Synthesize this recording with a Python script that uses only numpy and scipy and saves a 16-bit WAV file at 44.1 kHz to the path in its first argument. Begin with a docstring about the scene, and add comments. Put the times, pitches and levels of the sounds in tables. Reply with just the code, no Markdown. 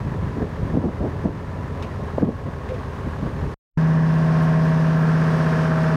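"""Diesel crane in a windy yard

A six-cylinder truck crane idles, its firings pulsing a clatter and a hiss, while gusts buffet the microphone.
Loose steel clacks and the idle sags a little. Then the scene changes: the engine is heard from beside the cab,
running fast, with a loud fan-like drone over a steady cycle of clatter."""
import sys
import numpy as np
from scipy.fft import rfft, irfft, next_fast_len
from scipy.io import wavfile
from scipy.ndimage import uniform_filter1d, minimum_filter1d, map_coordinates

SR = 44100
rng = np.random.default_rng(int(sys.argv[2]) if len(sys.argv) > 2 else 0)


def waveform_to_disk(signal):
    """Save audio, clipped to [-1, 1], as 16-bit WAV at the path in sys.argv[1]."""
    frames = np.transpose(np.atleast_2d(signal))
    scaled = np.clip(frames, -1, 1) * 32767
    samples = np.round(scaled).astype(np.int16)
    wavfile.write(sys.argv[1], SR, samples)


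N = 262836

# Engine speed. Each row: time in seconds, four-stroke cycles per second.
IDLE_SPEED = [(0, 7.15), (1.8, 7.15), (2.3, 6.95), (2.85, 6.63), (3.5, 6.6)]
FAST_SPEED = [(3.8, 16.078), (4.9, 16.07), (5.5, 16.042), (5.96, 16.036)]
# The strong engine orders. Each row: multiple of the cycle rate, relative level in dB.
IDLE_ORDERS = [(6, -42.5), (9, -37), (10, -40.5), (12, -32.5), (13, -46.5), (15, -37), (18, -43),
               (21, -36.5), (24, -41.5), (30, -49), (59, -47.5), (70, -49), (185, -53.5)]
FAST_ORDERS = [(5, -37.5), (8, -36.5), (9, -35.5), (12, -36), (15, -34), (16, -36), (20, -44), (23, -42.5),
               (26, -45.5), (27, -41.5), (33, -47), (39, -45), (42, -48), (45, -45), (47, -47), (50, -45.5),
               (53, -49.5), (54, -48), (56, -46.5), (59, -42), (65, -46), (66, -43), (68, -46.5), (71, -46),
               (78, -46), (84, -48), (86, -46.5), (91, -50), (93, -54), (97, -48.5), (103, -48.5),
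               (110, -51.5), (120, -50), (137, -68)]
# Tone colours of the layers. Each row: frequency in Hz, relative level in dB.
IDLE_RUMBLE = [(15, -40.5), (25, -18), (91, -8.5), (158, -11), (178, -13.5), (301, -18), (320, -24),
               (425, -14), (458, -23), (533, -17), (574, -20), (900, -30.5), (1170, -58), (1980, -120)]  # exhaust and frame
IDLE_BLOCK = [(500, -34), (800, -5), (980, -0.5), (1090, -1), (1180, -5.5), (1450, -8.5), (1700, -5.5),
              (2000, -12), (2300, -23), (3000, -35.5), (4500, -44)]
IDLE_HISS = [(1290, -27), (2200, -1), (2590, -3), (2820, -4), (3060, -5.5), (6920, -16), (7580, -18.5),
             (8440, -20.5), (11500, -26.5), (14700, -33.5), (15800, -39)]
FAST_WEAK_ORDERS = [(30, -50), (100, -44), (220, -44), (295, -59), (370, -45), (560, -48), (720, -54),
                    (900, -53.5), (1100, -47.5), (1400, -60), (1700, -51), (1900, -62.5), (2100, -64.5),
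                    (2300, -70.5), (3000, -74.5)]
FAST_ROAR = [(25, -21), (70, -6), (180, 4), (300, -5.5), (480, 2.5), (800, -14.5), (1100, -5), (1750, -5.5),
             (2200, -18.5), (3200, -34), (5000, -61.5)]  # combustion
FAST_HISS = [(1290, -34), (2200, -2.5), (2550, -4), (4020, -11.5), (5230, -10.5), (7460, -21.5),
             (7970, -21.5), (12500, -30.5), (15800, -38)]
KNOCK_RING = [(900, -38), (1350, -7.5), (1550, 2), (1820, -9), (2050, -17), (3000, -39)]
BREEZE = [(25, -29), (70, -7.5), (140, -5.5), (300, -14.5), (600, -26.5), (1100, -26), (2200, -51),
          (4000, -120)]
# A fuzzy whine steps up at idle. Each row: time in seconds, pitch in Hz.
WHINE_PITCH = [(1.75, 987), (2.05, 1096)]
# The engine bay comes into clearer earshot. Each row: time in seconds, exposure in dB.
EXPOSURE = [(3.8, 0), (4.95, 2.4), (5.28, 3), (5.96, 3.5)]
# Fades of the drone and its fourth harmonic. 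Each row: time in seconds, level in dB.
DRONE_LEVEL = [(5.1, -16.5), (5.42, -19.5)]
FOURTH_LEVEL = [(3.8, -42.5), (4.35, -36.5), (4.8, -33.5), (5.08, -38.5), (5.8, -31.5)]
# Gusts. Each row: crest time in seconds, level in dB, centre in Hz, half length in seconds.
GUSTS = [(.068, -30, 138, 0.01), (0.177, -27, 124, 0.12), (0.422, -22.5, 230, 0.039),
         (0.677, -25, 134, 0.062), (0.758, -21, 224, .036), (0.856, -18, 280, .028),
         (1.06, -20.5, 345, .022), (1.267, -20.5, 260, 0.023), (1.622, -32.5, 149, 0.061),
         (2.258, -17, 270, 0.034), (2.482, -26.5, 190, 0.018), (3.07, -24.5, 210, 0.0095),
         (3.267, -26, 150, 0.041), (3.443, -26.5, 140, 0.027)]
# Hard pressure thumps. Each row: crest time in seconds, level in dB, centre in Hz.
THUMPS = [(0.773, -16, 175), (1.010, -21, 90), (1.258, -14, 290), (2.184, -13, 410), (2.23, -6, 232),
          (2.292, -17.5, 290), (3.231, -23, 170), (3.437, -23.5, 130)]
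# Hits of loose metal. Each row: start in seconds, gain in dB.
CLACKS = [(1.825, -35.5), (2.69, -42), (2.741, -44.5)]
# The steel's ring. Each row: frequency in Hz, relative level in dB, seconds to fall 60 dB.
STEEL_MODES = [(1640, -6, .05), (2450, 3, .06), (2660, -9, 0.047), (3620, -3.5, 0.06), (3800, -3, 0.055),
               (5450, -7, .06), (6300, -11.5, .05)]
# Spurts of whistle. Each row: start in seconds, length in seconds, level in dB.
WHISTLES = [(3.76, 0.1, -74), (4.6, .12, -71), (4.905, .17, -66)]

IDLE_END, FAST_START = 3.544, 3.773  # seconds
# Layers at speed. Each pair: starting gain in dB, dB gained per dB of exposure.
ROAR_GAIN, CLATTER_GAIN, HISS_GAIN, KNOCK_GAIN = (-38.5, 2.05), (-2.3, .65), (-47.9, 1.35), (-37, 3.2)


def idle_engine():
    """Six cylinders at idle: exhaust orders and rumble, with clatter and hiss pulsing at the firings."""
    speed, = curves(IDLE_SPEED)
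    cycles = np.cumsum(speed * (1 + 0.002 * wobble(6))) / SR
    load_db = 2 * (speed[0] - speed)  # clatter and hiss grow as the idle sags under load
    crest_s = 0.401  # one crest of the once-a-cycle surge
    surge_db = 1.3 * np.cos(2 * np.pi * (cycles - np.interp(crest_s, clock(), cycles)))
    pulse = amp(surge_db) * firings(cycles, depth=0.26, uneven_db=2.5, count=6)
    exhaust = amp(-4) * repeating(cycles, *np.transpose(IDLE_ORDERS))
    rumble_gain = amp(-32 + 0.82 * wobble(7.84))
    rumble = rumble_gain * rattle(cycles, speed.mean(), IDLE_RUMBLE, share=0.25, order_limit=140)
    clatter = amp(-41.5 + load_db) * rattle(cycles, speed.mean(), IDLE_BLOCK, share=0.4, order_limit=500)
    hiss = amp(-53 + load_db) * noise(IDLE_HISS)
    whine_hz, = curves(WHINE_PITCH)
    phase = 2 * np.pi * np.cumsum(whine_hz) / SR
    whine = amp(-48) * (wobble(70) * np.cos(phase) + wobble(70) * np.sin(phase))
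    return exhaust + rumble + pulse * clatter + unit(pulse ** .3) * hiss + whine


def fast_engine():
    """At speed the cycle repeats tightly: a dense comb of orders and a knock over pulsing roar and hiss."""
    speed, = curves(FAST_SPEED)
    cycles = np.cumsum(speed * (1 + .0005 * wobble(12))) / SR
    strong, strong_db = np.transpose(FAST_ORDERS)
    orders = np.arange(2, 190)
    weak = np.setdiff1d(orders, strong)
    weak_db = along(FAST_WEAK_ORDERS, weak * speed.mean())
    # the weak orders arrive by paths whose mix shifts as the listener moves
    shift = 0.932 * clock()
    comb = np.cos(shift) * repeating(cycles, weak, weak_db)
    comb += np.sin(shift) * repeating(cycles, weak, weak_db)
    comb += repeating(cycles, strong, strong_db)
    exhaust = filtered(comb, lambda hz: 1 / (1 + (hz / 300) ** 6))
    # a weaker reflection makes each high order waver on its own
    reflection = 0.49 * sum(wobble(4) * repeating(cycles, strong, strong_db) for _ in range(2))
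    waver = filtered(reflection, lambda hz: hz > 500)
    pulse = firings(cycles, depth=0.15, uneven_db=3.5, count=6)
    clatter = exposed(CLATTER_GAIN) * unit(pulse ** 0.28) * (comb - exhaust + waver)
    # once a cycle a short knock rings the block's upper resonances
    knock_s = 5.281  # one knock, which places all the others
    swell = np.cos(np.pi * (cycles - cycles[round(knock_s * SR)])) ** 36
    ring = repeating(cycles, orders, along(KNOCK_RING, orders * speed.mean()))
    knock = exposed(KNOCK_GAIN) * unit(swell * ring) * np.sqrt(np.mean(swell ** 2))
    roar = exposed(ROAR_GAIN) * pulse * noise(FAST_ROAR)
    hiss_gain = exposed(HISS_GAIN) * amp(0.57 * wobble(14))
    hiss_pulse = firings(cycles, depth=0.11, uneven_db=4.5, count=4)  # twice per crank turn
    hiss = hiss_gain * hiss_pulse * noise(FAST_HISS)
    return exhaust + clatter + knock + roar + hiss


def drone():
    """A fan-like tone geared just off the engine's tenth order; its fourth harmonic beats slowly."""
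    gear_ratio, beat_depth, beat_crest_s = 9.954, 0.12, 4.87
    speed, = curves(FAST_SPEED)
    level_db, = curves(DRONE_LEVEL)
    fourth_db, = curves(FOURTH_LEVEL)
    engine_phase = 2 * np.pi * np.cumsum(speed) / SR
    phase = gear_ratio * engine_phase
    tone = amp(level_db) * (np.sin(phase) + amp(-33.5) * np.sin(3 * phase))
    # the fourth harmonic slips against the engine's 40th order
    slip = (40 - 4 * gear_ratio) * (engine_phase - engine_phase[round(beat_crest_s * SR)])
    beating = np.sin(4 * phase) + beat_depth * np.sin(4 * phase + slip)
    return np.sqrt(2) * (tone + amp(fourth_db + 0.73 * wobble(24)) * beating)


def firings(cycles, depth, uneven_db, count):
    """Gain of rms 1 that jumps and dies away count times a cycle, each pulse with its own strength."""
    strengths = amp(uneven_db * unit(rng.standard_normal(count)))
    which = (cycles * count).astype(int) % count
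    since = cycles * count % 1
    kick = unit(np.exp(-4 * since) * (1 - np.exp(-20 * since)))
    return unit(1 + depth * strengths[which] * kick)


def repeating(cycles, orders, db, size=8192):
    """A waveform that loops every engine cycle, made of the given orders at their rms levels."""
    lines = np.zeros(size // 2 + 1, complex)
    lines[np.round(orders).astype(int)] = amp(db) * np.exp(2j * np.pi * rng.random(len(orders)))
    loop = irfft(lines) * size / np.sqrt(2)
    return np.interp(cycles % 1 * size, np.arange(size), loop, period=size)


def rattle(cycles, cycle_hz, spectrum, share, order_limit):
    """Engine texture of rms 1: a share of the power loops each cycle, the rest is fresh noise."""
    orders = np.arange(3, order_limit)
    locked = unit(repeating(cycles, orders, along(spectrum, orders * cycle_hz)))
    return np.sqrt(share) * locked + np.sqrt(1 - share) * noise(spectrum)


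def exposed(layer_gain):
    """A layer's fader, rising as the engine bay comes into earshot."""
    start_db, slope = layer_gain
    exposure_db, = curves(EXPOSURE)
    return amp(start_db + slope * exposure_db)


def wind():
    """A light breeze on the microphone, gusts broken into eddies, and thumps a cycle or two long."""
    eddy_db, eddies_per_s, thump_half_cycles = 4, 64, 0.75
    breeze = amp(-36.5 + 3.05 * wobble(35)) * noise(BREEZE)
    turbulence = amp(eddy_db * wobble(eddies_per_s)) * rng.standard_normal(N)
    gusts = sum(puff(turbulence, *gust) for gust in GUSTS)
    thumps = sum(puff(turbulence, s, db, hz, thump_half_cycles / hz) for s, db, hz in THUMPS)
    return breeze + gusts + thumps


def puff(turbulence, crest_s, db, centre_hz, half_s):
    """A band of turbulence that swells and dies around its crest, with little above 1 kHz."""
    t, out = clock() - crest_s, np.zeros(N)
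    near = np.abs(t) < 4 * half_s + .03
    swell = np.exp(-.5 * (t[near] / half_s) ** 2)
    size = next_fast_len(len(swell))
    hz = np.fft.rfftfreq(size, 1 / SR)
    band = (hz / centre_hz) ** 1.41 / (1 + (hz / (0.79 * centre_hz)) ** 3.46)
    colour = band / np.sqrt(1 + (hz / 900) ** 7)
    push = irfft(rfft(swell * turbulence[near], size) * colour, size)[:len(swell)]
    out[near] = amp(db) * unit(push) * np.sqrt(np.mean(swell ** 2))
    return out


def loose_metal():
    """Light dry steel clacks, each a crack over a brief ring, and one low squeak bending up and back."""
    clacks, t = np.zeros(N), np.arange(SR // 4) / SR
    for start, db in CLACKS:
        ring = sum(amp(level + rng.normal(0, 2) - 60 * t / t60) * np.sin(2 * np.pi * hz * t)
                   for hz, level, t60 in STEEL_MODES)
        crack = noise([(600, -13), (2400, 7), (4000, -6.5), (7000, -15), (15000, -33)])[:len(t)]
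        decay = 0.72 * amp(-60 * t / 0.16) + 0.37 * amp(-60 * t / 0.011)
        clacks[round(start * SR):][:len(t)] += amp(db) * (0.39 * ring + crack * decay)
    squeak_hz, bend_hz = 465, 58
    rub = arch(start=2.688, length=0.067)
    phase = 2 * np.pi * np.cumsum(squeak_hz + bend_hz * rub) / SR
    squeak = amp(-27 + 3.7 * wobble(220)) * np.sqrt(2 * rub) * np.sin(phase)
    return clacks + squeak


def whistle_and_tick():
    """A thin, unsteady 12 kHz whistle comes in spurts; something small ticks once."""
    spurts = sum(amp(db) * np.sqrt(arch(start, length)) for start, length, db in WHISTLES)
    whistle = np.sqrt(2) * np.sin(2 * np.pi * np.cumsum(12100 + 35 * wobble(150)) / SR)
    tick_s, tick_t60 = 4.42, .15
    age = clock() - tick_s
    decay = (age > 0) * amp(-55 - 60 * np.abs(age) / tick_t60)
    tick = decay * noise([(4000, -30), (9000, 1), (15000, -10)])
    return spurts * amp(3 * wobble(60)) * whistle + tick


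def amp(db):
    """Decibels to gain."""
    return 10 ** (np.asarray(db) / 20)


def unit(x):
    """Scale to rms 1."""
    return x / np.sqrt(np.mean(x ** 2) + 1e-20)


def clock():
    """The time of every sample in seconds."""
    return np.arange(N) / SR


def along(points, hz):
    """Read (Hz, value) points at hz, on a log frequency axis."""
    point_hz, values = np.transpose(points)
    return np.interp(np.log(hz + 1), np.log(point_hz + 1), values)


def curves(rows):
    """An automation curve for each column after the time."""
    times, *columns = np.transpose(rows)
    return [np.interp(clock(), times, column) for column in columns]


def wobble(rate):
    """A smooth random curve, rate knots a second."""
    return map_coordinates(rng.standard_normal(int(N * rate / SR) + 4), [clock() * rate])


def arch(start, length):
    """A half sine from 0 up to 1 and back, silent outside."""
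    return np.sin(np.pi * np.clip((clock() - start) / length, 0, 1)).clip(0)


def filtered(x, response):
    """Equalise x with a gain given as a function of Hz."""
    size = next_fast_len(N + 8192)
    return irfft(rfft(x, size) * response(np.fft.rfftfreq(size, 1 / SR)), size)[..., :N]


def noise(spectrum):
    """Noise of rms 1 with a (Hz, dB) colour."""
    return unit(filtered(rng.standard_normal(N), lambda hz: amp(along(spectrum, hz))))


def gate(start, end):
    """Open between two times, with 3 ms fades."""
    inside_s = np.minimum(clock() - start, end - clock())
    return np.sin(np.pi / 2 * np.clip(inside_s / .003, 0, 1)) ** 2


def gain_control(x):
    """Gain that ducks at once under a loud thump and creeps back up."""
    threshold_db, duck_share, max_duck_db, recover_db_per_s = -15.5, 0.87, 3.5, 5.5
    level_db = 10 * np.log10(np.abs(uniform_filter1d(x ** 2, size=550)) + 1e-12)
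    duck_db = np.clip(duck_share * (level_db - threshold_db), 0, max_duck_db)
    recovery_db = recover_db_per_s * clock()
    return amp(recovery_db - np.maximum.accumulate(duck_db + recovery_db))


def scene():
    """The idle in the wind, then the scene changes to the fast engine from beside the cab."""
    idling = (idle_engine() + wind() + loose_metal()) * gate(0, IDLE_END)
    racing = (fast_engine() + drone() + whistle_and_tick()) * gate(FAST_START, N / SR)
    return (idling + racing)[None]


def record(dry):
    """The microphone chain: low cut, gain control, limiter, a narrow treble notch and a band limit."""
    low_cut_hz, ceiling, notch_hz, top_hz = 34, .52, 7460, 15850
    x = filtered(dry, lambda hz: hz ** 3 / np.hypot(hz ** 3, low_cut_hz ** 3))
    x = x * gain_control(x[0])
    # a look-ahead limiter ducks smoothly under the hardest thumps
    needed = np.minimum(1, ceiling / (np.abs(x) + 1e-9))
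    held = minimum_filter1d(needed, size=600)
    gain = uniform_filter1d(uniform_filter1d(held, size=300), size=300)
    notch = lambda hz: np.abs(hz - notch_hz) / np.hypot(hz - notch_hz, 110)
    return filtered(x * gain, lambda hz: notch(hz) * (hz < top_hz))


dry = scene()
out = record(dry)
waveform_to_disk(out)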